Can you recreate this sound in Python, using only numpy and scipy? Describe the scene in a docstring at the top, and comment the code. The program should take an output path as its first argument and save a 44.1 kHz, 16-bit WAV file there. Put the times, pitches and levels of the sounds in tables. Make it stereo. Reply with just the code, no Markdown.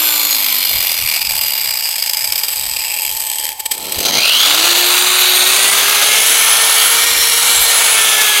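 """An angle grinder on a speed dial, running unloaded, outdoors and close to a single microphone.
It coasts down with its worn gears and bearings rattling and knocks a few times as it nearly stops.
Powered again, it climbs to a rasp of gear teeth and fan air, with an unbalance hum and a high
commutator whine. Light wind bumps the microphone, and a limiter catches the peaks."""
import sys
import numpy as np
from scipy import signal
from scipy.fft import rfft, irfft, next_fast_len
from scipy.io import wavfile
from scipy.ndimage import uniform_filter1d, minimum_filter1d, map_coordinates

SR = 44100
rng = np.random.default_rng(int(sys.argv[2]) if len(sys.argv) > 2 else 0)


def output_pcm(signal):
    """Save a mono or channel-first signal as 16-bit PCM at the path in sys.argv[1].

    Samples are clipped to [-1, 1] before scaling.
    """
    pcm = np.clip(np.atleast_2d(signal).T, -1, 1) * 32767
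    wavfile.write(sys.argv[1], SR, np.round(pcm).astype(np.int16))


N = 370440
TIME = np.arange(N) / SR
POWER_ON_S, CATCH_S = 3.72, 4.05  # the dial lets the current in softly, then the motor catches
CRUISE_HZ, TOP_HZ = 400, 15850  # reference speed (motor turns per second); upper edge of the sound


def amp(db):
    """Decibels to gain."""
    return 10 ** (np.asarray(db) / 20)


def unit(x):
    """Scale to rms 1."""
    return x / np.sqrt(np.mean(x ** 2) + 1e-20)


def wobble(rate):
    """A smooth random curve of rms 1, rate knots a second."""
    return unit(map_coordinates(rng.standard_normal(int(N * rate / SR) + 4), [TIME * rate]))


def filtered(x, response):
    """Filter x by a gain given as a function of frequency."""
    size = next_fast_len(N + 8192)
    return irfft(rfft(x, size) * response(np.fft.rfftfreq(size, 1 / SR)), size)[:N]


def resonance(hz, centre_hz, width_hz):
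    """A peak of height 1, width_hz wide at half height."""
    return 1 / (1 + (2 * (hz - centre_hz) / width_hz) ** 2)


def bell(centre_s, sigma_s):
    """The samples round centre_s, and a bell-shaped swell on them."""
    near = slice(max(0, int((centre_s - 4 * sigma_s) * SR)), int((centre_s + 4 * sigma_s) * SR))
    return near, np.exp(-((TIME[near] - centre_s) / sigma_s) ** 2 / 2)


def swells(rows):
    """Envelope of swells from rows of centre_s, level_db, sigma_s."""
    out = np.zeros(N)
    for centre_s, level_db, sigma_s in rows:
        near, shape = bell(centre_s, sigma_s)
        out[near] += amp(level_db) * shape
    return out


def by_speed(speed, level_db, slope_db):
    """Gain that is level_db at cruising speed and changes by slope_db with each doubling."""
    return amp(level_db + slope_db * np.log2(speed / CRUISE_HZ))


def slack(take_up_s=.09):
    """1 while the gears run loose, dying away once the motor pulls them tight."""
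    return np.exp(-np.maximum(TIME - CATCH_S, 0) / take_up_s)


# Puffs of wind on the microphone: centre_s, level_db, sigma_s
WIND_PUFFS = [(.765, -35, 0.036), (1.04, -38, 0.037), (1.33, -41.5, 0.075), (1.7, -45, 0.035),
              (2.3, -47, 0.059), (2.67, -45, 0.086), (3.14, -48, .05), (3.985, -31, 0.013),
              (7.2, -44, 0.14), (7.61, -37, 0.038)]


def wind():
    """Low puffs on the microphone over a faint outdoor rumble."""
    rumble = filtered(rng.standard_normal(N), lambda hz: hz / (hz + 25) / (1 + (hz / 105) ** 3))
    return (swells(WIND_PUFFS) + amp(-59)) * unit(rumble)


def guard(speed):
    """The disc guard, shaken by the loose gears, holds one narrow ring that grows as they slow."""
    ring = filtered(rng.standard_normal(N), lambda hz: resonance(hz, 865, width_hz=90))
    return by_speed(speed, level_db=-45.5, slope_db=-3.5) * slack() * unit(ring)


def growl():
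    """The chopped mains shake the motor a hundred times a second as it starts to pull."""
    kicks = 1 + .7 * np.sin(2 * np.pi * 100 * TIME)
    noise = rng.standard_normal(N)
    body = filtered(noise, lambda hz: hz ** 3 / (hz ** 3 + 160 ** 3) / (1 + (hz / 900) ** 4))
    return swells([(3.86, -34, .074), (4.07, -27.5, .079), (4.165, -26, .034)]) * unit(kicks * body)


# Dry bearings squealing at their resonances: centre_s, level_db, sigma_s, pitch_hz
BEARING_SQUEAKS = [(1.2, -27.5, 0.15, 2530), (1.25, -23, 0.061, 4930), (2.15, -25, 0.32, 5034),
                   (2.92, -26, 0.14, 2557), (4.12, -20.5, 0.072, 6240), (5.3, -15.5, 0.28, 3755),
                   (7.2, -20, 0.18, 5520), (7.5, -21, 0.028, 4073), (7.58, -17.5, 0.058, 7500),
                   (7.93, -21, 0.02, 3670)]
# Short chirps at a high housing resonance: centre_s, relative_db
HOUSING_CHIRPS = [(4.5585, -18), (4.796, -12), (4.8753, -13), (5.1994, -8), (5.2994, -11), (5.3737, -11),
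                  (5.475, -15), (5.8915, -16), (7.621, -8), (8.2743, -16)]


def squeaks(gears, chirp_db=-4, chirp_sigma_s=.019, chirp_hz=12070):
    """Each squeak or chirp is a narrow band of noise that stutters with the blows of the gears."""
    force = np.abs(gears)
    stutter = np.abs(uniform_filter1d(force, 130)) / (np.abs(uniform_filter1d(force, 9000)) + 1e-9)
    grain = unit(stutter ** 1.5 * wobble(620)) + 1j * unit(stutter ** 1.5 * wobble(620))
    chirps = [(centre_s, db + chirp_db, chirp_sigma_s, chirp_hz) for centre_s, db in HOUSING_CHIRPS]
    out = np.zeros(N)
    for centre_s, level_db, sigma_s, pitch_hz in [*BEARING_SQUEAKS, *chirps]:
        near, shape = bell(centre_s, sigma_s)
        band = np.real(grain[near] * np.exp(2j * np.pi * pitch_hz * TIME[near]))
        out[near] += amp(level_db) * shape * band
    return out


# Moments when one shaft harmonic swells or fades: centre_s, harmonic, change_db, sigma_s
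HARMONIC_SWELLS = [(.88, 1, -8, .08), (2.2, 1, -10, .25), (4.66, 4, 4, .05), (8.3, 4, 8, .11),
                   (.65, 24, -7, .15), (4.73, 24, -7, .1), (5.26, 24, -8, .06), (5.5, 24, 4, .08),
                   (5.85, 24, -6, .06), (6.14, 24, -6, .05), (6.55, 24, 4, .2), (7.17, 24, -14, .09),
                   (8.38, 24, -15, .11)]


def partial(angle, harmonic, roughness, width_hz):
    """One harmonic of the turning shaft, blurred into narrow noise by its roughness."""
    phase = harmonic * angle
    blur = roughness * (wobble(width_hz) * np.sin(phase) + wobble(width_hz) * np.cos(phase))
    swell_db = sum(change_db * swells([(centre_s, 0, sigma_s)])
                   for centre_s, k, change_db, sigma_s in HARMONIC_SWELLS if k == harmonic)
    return amp(swell_db) * (np.sqrt(2) * np.sin(phase) + blur) / np.sqrt(1 + roughness ** 2)


def hum(speed, angle):
    """Unbalance shakes the tool once a turn, swelling as it passes through a body resonance."""
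    level_db = -40 + 14 * resonance(speed, 345, width_hz=75)
    return by_speed(speed, level_db, slope_db=13) * partial(angle, 1, roughness=.21, width_hz=25)


# Main tones of the fan: harmonic, level_db, slope_db_per_doubling, roughness, width_hz
FAN_TONES = [(4, -30, 10.5, 0.52, 50), (5, -30, 15.5, 1, 60)]
# Weaker tones of the fan: harmonic, relative_db
FAN_OVERTONES = [(2, -5.5), (3, -4), (6, -9), (7, -8)]


def fan(speed, angle, overtone_db=-31.5, overtone_slope_db=12, flutter_db=2):
    """The fan sings on multiples of the shaft speed, each tone coming and going."""
    weak = [(harmonic, overtone_db + db, overtone_slope_db, 1, 60) for harmonic, db in FAN_OVERTONES]
    tones = np.zeros(N)
    for harmonic, level_db, slope_db, roughness, width_hz in [*FAN_TONES, *weak]:
        level = by_speed(speed, level_db + flutter_db * wobble(8), slope_db)
        tones += level * partial(angle, harmonic, roughness, width_hz)
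    draught = np.clip(speed / 350, 0, 1) ** 3.5  # a slow fan moves little air
    return draught * tones


def whine(speed, angle, onset_hz=255):
    """The commutator's flickering whine, 24 cycles a turn, dies away at speeds below onset_hz."""
    level = by_speed(speed, level_db=-21, slope_db=7.5) / (1 + (onset_hz / speed) ** 16)
    flicker = amp(2 * wobble(28))
    return level * flicker * partial(angle, 24, roughness=.6, width_hz=200)


def howl(speed, angle, idle_db=-32, pull_db=-12.5, pull_hz_per_s=400):
    """The meshing teeth howl through the gear case resonance, most when the motor speeds up."""
    pull = uniform_filter1d(np.maximum(np.gradient(speed) * SR, 0), size=6000) / pull_hz_per_s
    pull *= np.clip((TIME - CATCH_S) / .2, 0, 1)  # the teeth bear only once the motor has caught
    case = resonance(12 * speed, 3030, width_hz=1200)
    return case * (amp(idle_db) + amp(pull_db) * pull) * partial(angle, 12, roughness=5, width_hz=520)


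def housing(x, colour, modes, mode_speeds, speed):
    """The housing colours x; the speed decides how strongly each resonance is driven."""
    hz = np.linspace(1, TOP_HZ, 2048)
    colour_hz, colour_db = np.transpose(colour)
    base_db = np.interp(np.log(hz), np.log(colour_hz), colour_db)
    out = np.zeros(N)
    for k, selector in enumerate(np.eye(len(mode_speeds))):
        peaks_db = sum(db[k] * resonance(hz, pitch_hz, width_hz) for pitch_hz, width_hz, *db in modes)
        gain = unit(amp(base_db + peaks_db))
        crossfade = np.interp(speed, mode_speeds, selector)
        out += crossfade * filtered(x, lambda f: np.interp(f, hz, gain))
    return out


def blows(times, sizes, attack_s, t60_s):
    """Power envelope of blows that rise fast and die away."""
    t = np.arange(SR // 8) / SR
    train = np.bincount(np.clip(times * SR, 0, N).astype(int), sizes ** 2, N + 1)
    blow = (1 - np.exp(-t / attack_s)) * amp(-60 * t / t60_s)
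    return np.abs(signal.fftconvolve(train, blow ** 2)[:N])


def chatter(speed, per_turn, scatter, spread_db, t60_s):
    """Power envelope, mean about 1, of uneven blows that come per_turn times a motor turn."""
    cycles = np.cumsum(speed * per_turn) / SR
    timing, strength = rng.standard_normal((8000, 2))[:int(cycles[-1])].T
    times = np.interp(np.arange(len(timing)) + scatter * timing, cycles, TIME)
    power = blows(times, amp(spread_db * np.tanh(strength)), attack_s=.0016, t60_s=t60_s)
    return power / (uniform_filter1d(power, SR // 4) + 1e-9)


# Hard knocks of the gears in their play: start_s, relative_db
GEAR_KNOCKS = [(1.2082, -8), (1.2476, -8), (1.29, -15), (1.4112, -1), (1.9565, -3), (2.0235, -0.5),
               (2.0607, -1.5), (2.0946, 1.5), (2.133, -0.5), (2.1697, -0.5), (2.2423, -0.5), (2.3212, 0.5),
               (2.357, 1), (2.4344, 0.5), (2.4828, -1), (3.3837, -4), (3.921, -2), (3.9858, 0), (4.054, -2),
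               (4.126, -8)]
# A few short rubs as the motor nearly stops, about one per lap of the bearing cage:
# centre_s, level_db, sigma_s
NEAR_STOP_RUBS = [(3.603, -14, .005), (3.662, -9.5, .004), (3.719, -8.5, .005), (3.745, -20, .012)]
# Colour of the coasting tool, close up: frequency_hz, gain_db
COAST_COLOUR = [(40, -16), (200, -21.5), (400, -8), (700, -5.5), (1300, -1), (2000, -4.5), (4000, -4),
                (6000, -6), (9000, -5), (13000, -3.5), (15800, -21)]
# Motor speeds for the coasting resonances: speed_hz
COAST_SPEEDS = [75, 165, 300]
# Housing resonances while coasting: pitch_hz, width_hz, then gain_db at each of COAST_SPEEDS
COAST_MODES = [(410, 154, -5, -10, -2.5), (710, 450, -0.5, 2, -5.5), (1387, 700, -18, -8.5, -6),
               (1780, 160, 8.5, 1, -4), (2317, 420, 6, 10, 7.5), (2837, 120, 1.5, 11, 3.5),
               (3180, 210, 10, 0, 4), (3500, 240, -1, 1, 10.5), (4240, 290, 1, 3.5, 12),
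               (4860, 460, 6, 18, 5), (6715, 170, -1, 0, -12), (7750, 1200, -0.5, 2.5, 2),
               (8025, 490, 15.5, 8.5, -2), (11950, 390, 10.5, 12.5, 11), (12300, 320, 6.5, 7, 13),
               (13100, 180, 0, -5, -6), (14570, 580, 9, 20, 17)]


def rattle(speed, stall_hz=58.4, clatter_db=-19, knock_db=-3, rolling_db=-31):
    """The loose bearing cage hits once a lap, the spindle once a turn, amid rebounds, rubs and knocks."""
    cage = chatter(speed, per_turn=.375, scatter=.1, spread_db=3, t60_s=.019)
    rebounds = chatter(speed, per_turn=1.5, scatter=.3, spread_db=5, t60_s=.011)
    spindle = chatter(speed, per_turn=.1875, scatter=.08, spread_db=3, t60_s=.028)
    spindle_share = np.interp(speed, [110, 280], [.1, .65])
    hits = (1 - spindle_share) * cage + spindle_share * spindle
    hit_share = np.interp(speed, [80, 180], [.2, .6])
    clatter = hit_share * hits + (1 - hit_share) * rebounds
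    knock_s, relative_db = np.transpose(GEAR_KNOCKS)
    knocks = blows(knock_s, amp(relative_db + knock_db), attack_s=.001, t60_s=.028)
    # the gears fly free across their play just before a knock
    contact = 1 - np.clip(swells([(s - .006, -.5, .007) for s in knock_s]), 0, 1)
    smear = np.interp(speed, [90, 170], [.25, .04])
    texture = contact * (1 - smear) * clatter + smear
    tumbling = np.interp(speed - stall_hz, [-1.5, 0], [.12, 1])
    # the first current nudges the gears and steadies them
    nudge_s = [POWER_ON_S, POWER_ON_S + .01, CATCH_S - .2, CATCH_S - .05]
    steadied = np.interp(TIME, nudge_s, [1, .52, .52, 1])
    shaking = np.hypot(by_speed(speed, level_db=-8.5, slope_db=8), amp(clatter_db))
    level = shaking * tumbling * steadied * slack()
    bearing_hiss = amp(rolling_db) * slack()
    power = level ** 2 * texture + knocks + swells(NEAR_STOP_RUBS) ** 2 + bearing_hiss ** 2
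    noise = np.sqrt(power) * rng.standard_normal(N)
    return housing(noise, COAST_COLOUR, COAST_MODES, COAST_SPEEDS, speed)


# Colour of the powered tool, close up: frequency_hz, gain_db
POWERED_COLOUR = [(40, -28), (120, -22.5), (220, -17), (400, -10), (1000, -3.5), (2000, -2), (3200, 6),
                  (5000, -2), (8000, -2.5), (11000, -4.5), (13000, -7.5), (15800, -9)]
# Motor speeds for the powered resonances: speed_hz
POWERED_SPEEDS = [171, 360, 435, 466]
# Gear case and vent resonances: pitch_hz, width_hz, then gain_db at each of POWERED_SPEEDS
POWERED_MODES = [(700, 440, 6.5, 0.5, 3.5, 1.5), (1350, 370, 6.5, 4.5, 4, 5.5),
                 (1800, 550, -7, -2, -1.5, 0), (2170, 280, 5, 3.5, 6.5, 5), (2620, 150, -5, -0.5, 0.5, -5),
                 (3170, 200, 4, -6.5, 0.5, -4.5), (4110, 400, 10, 3.5, -2.5, 5.5),
                 (4630, 580, 8, 3.5, -0.5, 0), (5320, 740, 3, -7, 0.5, -3), (6250, 390, 5, 2.5, 6, 2),
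                 (7830, 710, -10, 1.5, -2, 2), (8600, 1100, 3.5, -5, 2.5, -3), (10100, 6000, -1, 0, 2.5, 6),
                 (11995, 420, 10, 5.5, 7.5, 5)]


def rasp(speed, soft_start_db=-20, rise_db_per_s=29):
    """Under power, separate gear blows merge into a rush of teeth and fan air as the speed climbs."""
    teeth = chatter(speed, per_turn=1.1, scatter=.3, spread_db=6, t60_s=.014)
    teeth_share = np.interp(speed, [120, 300, 450], [.8, .6, .3])
    judder_db = teeth_share * (1.1 * wobble(45) + 1.9 * wobble(170))
    start_db = np.where(TIME < CATCH_S, soft_start_db + rise_db_per_s * (TIME - POWER_ON_S), 0)
    stumble_db = -9 * swells([(4.116, 0, .008)])  # the motor misses just after catching
    level = by_speed(speed, level_db=-10, slope_db=1.5) * (TIME > POWER_ON_S)
    level *= amp(start_db + stumble_db + judder_db)
    rush = level * np.sqrt(teeth_share * teeth + 1 - teeth_share) * rng.standard_normal(N)
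    return housing(rush, POWERED_COLOUR, POWERED_MODES, POWERED_SPEEDS, speed)


def swirl(x, depth_db):
    """Paths round the moving hand to the microphone shift, so patches of the spectrum swell and sink."""
    spectrum = signal.stft(x, nperseg=512)[2]
    patches = rng.standard_normal(spectrum.shape)
    for _ in range(2):
        patches = uniform_filter1d(uniform_filter1d(patches, size=4, axis=0), size=36, axis=1)
    return signal.istft(spectrum * amp(depth_db * unit(patches)), nperseg=512)[1][:N]


# Motor speed under power, as the dial is turned: time_s, speed_hz
DIAL_SPEEDS = [(4.0, 104), (4.18, 195), (4.42, 278), (4.66, 343), (5.119, 370), (5.381, 364), (5.72, 400),
               (5.999, 412.7), (6.32, 447), (6.7, 452.0), (7.1, 468), (7.48, 464), (7.85, 454), (8.4, 417)]


def shaft_speed(first_hz=310.9, drag_s=5.0, friction_hz_per_s=38):
    """Turns per second: air drag and bearing friction slow the motor, then it follows the dial."""
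    friction_hz = friction_hz_per_s * drag_s
    coast = (first_hz + friction_hz) * np.exp(-TIME / drag_s) - friction_hz
    restart_hz = np.interp(POWER_ON_S, TIME, coast)
    time_s, speed_hz = np.transpose([(POWER_ON_S, restart_hz), *DIAL_SPEEDS])
    return np.where(TIME < POWER_ON_S, coast, np.interp(TIME, time_s, speed_hz))


def scene():
    """One shaft speed plays the whole tool; the one close microphone feeds both channels."""
    speed = shaft_speed()
    gears = swirl(rattle(speed) + rasp(speed), depth_db=1.4)
    unsteady_speed = speed * (1 + .001157 * wobble(40))
    angle = 2 * np.pi * np.cumsum(unsteady_speed) / SR
    tones = hum(speed, angle) + fan(speed, angle) + whine(speed, angle) + howl(speed, angle)
    mono = gears + tones + guard(speed) + growl() + squeaks(gears) + wind()
    return np.array([mono, mono])


def record(dry, ceiling=.95):
    """The recorder's fast limiter holds down the peaks; nothing above TOP_HZ is kept."""
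    needed = np.minimum(1, ceiling / (np.abs(dry).max(axis=0) + 1e-9))
    gain = uniform_filter1d(minimum_filter1d(needed, size=41), size=41)
    return np.array([filtered(x * gain, lambda hz: hz < TOP_HZ) for x in dry])


dry = scene()
out = record(dry)
output_pcm(out)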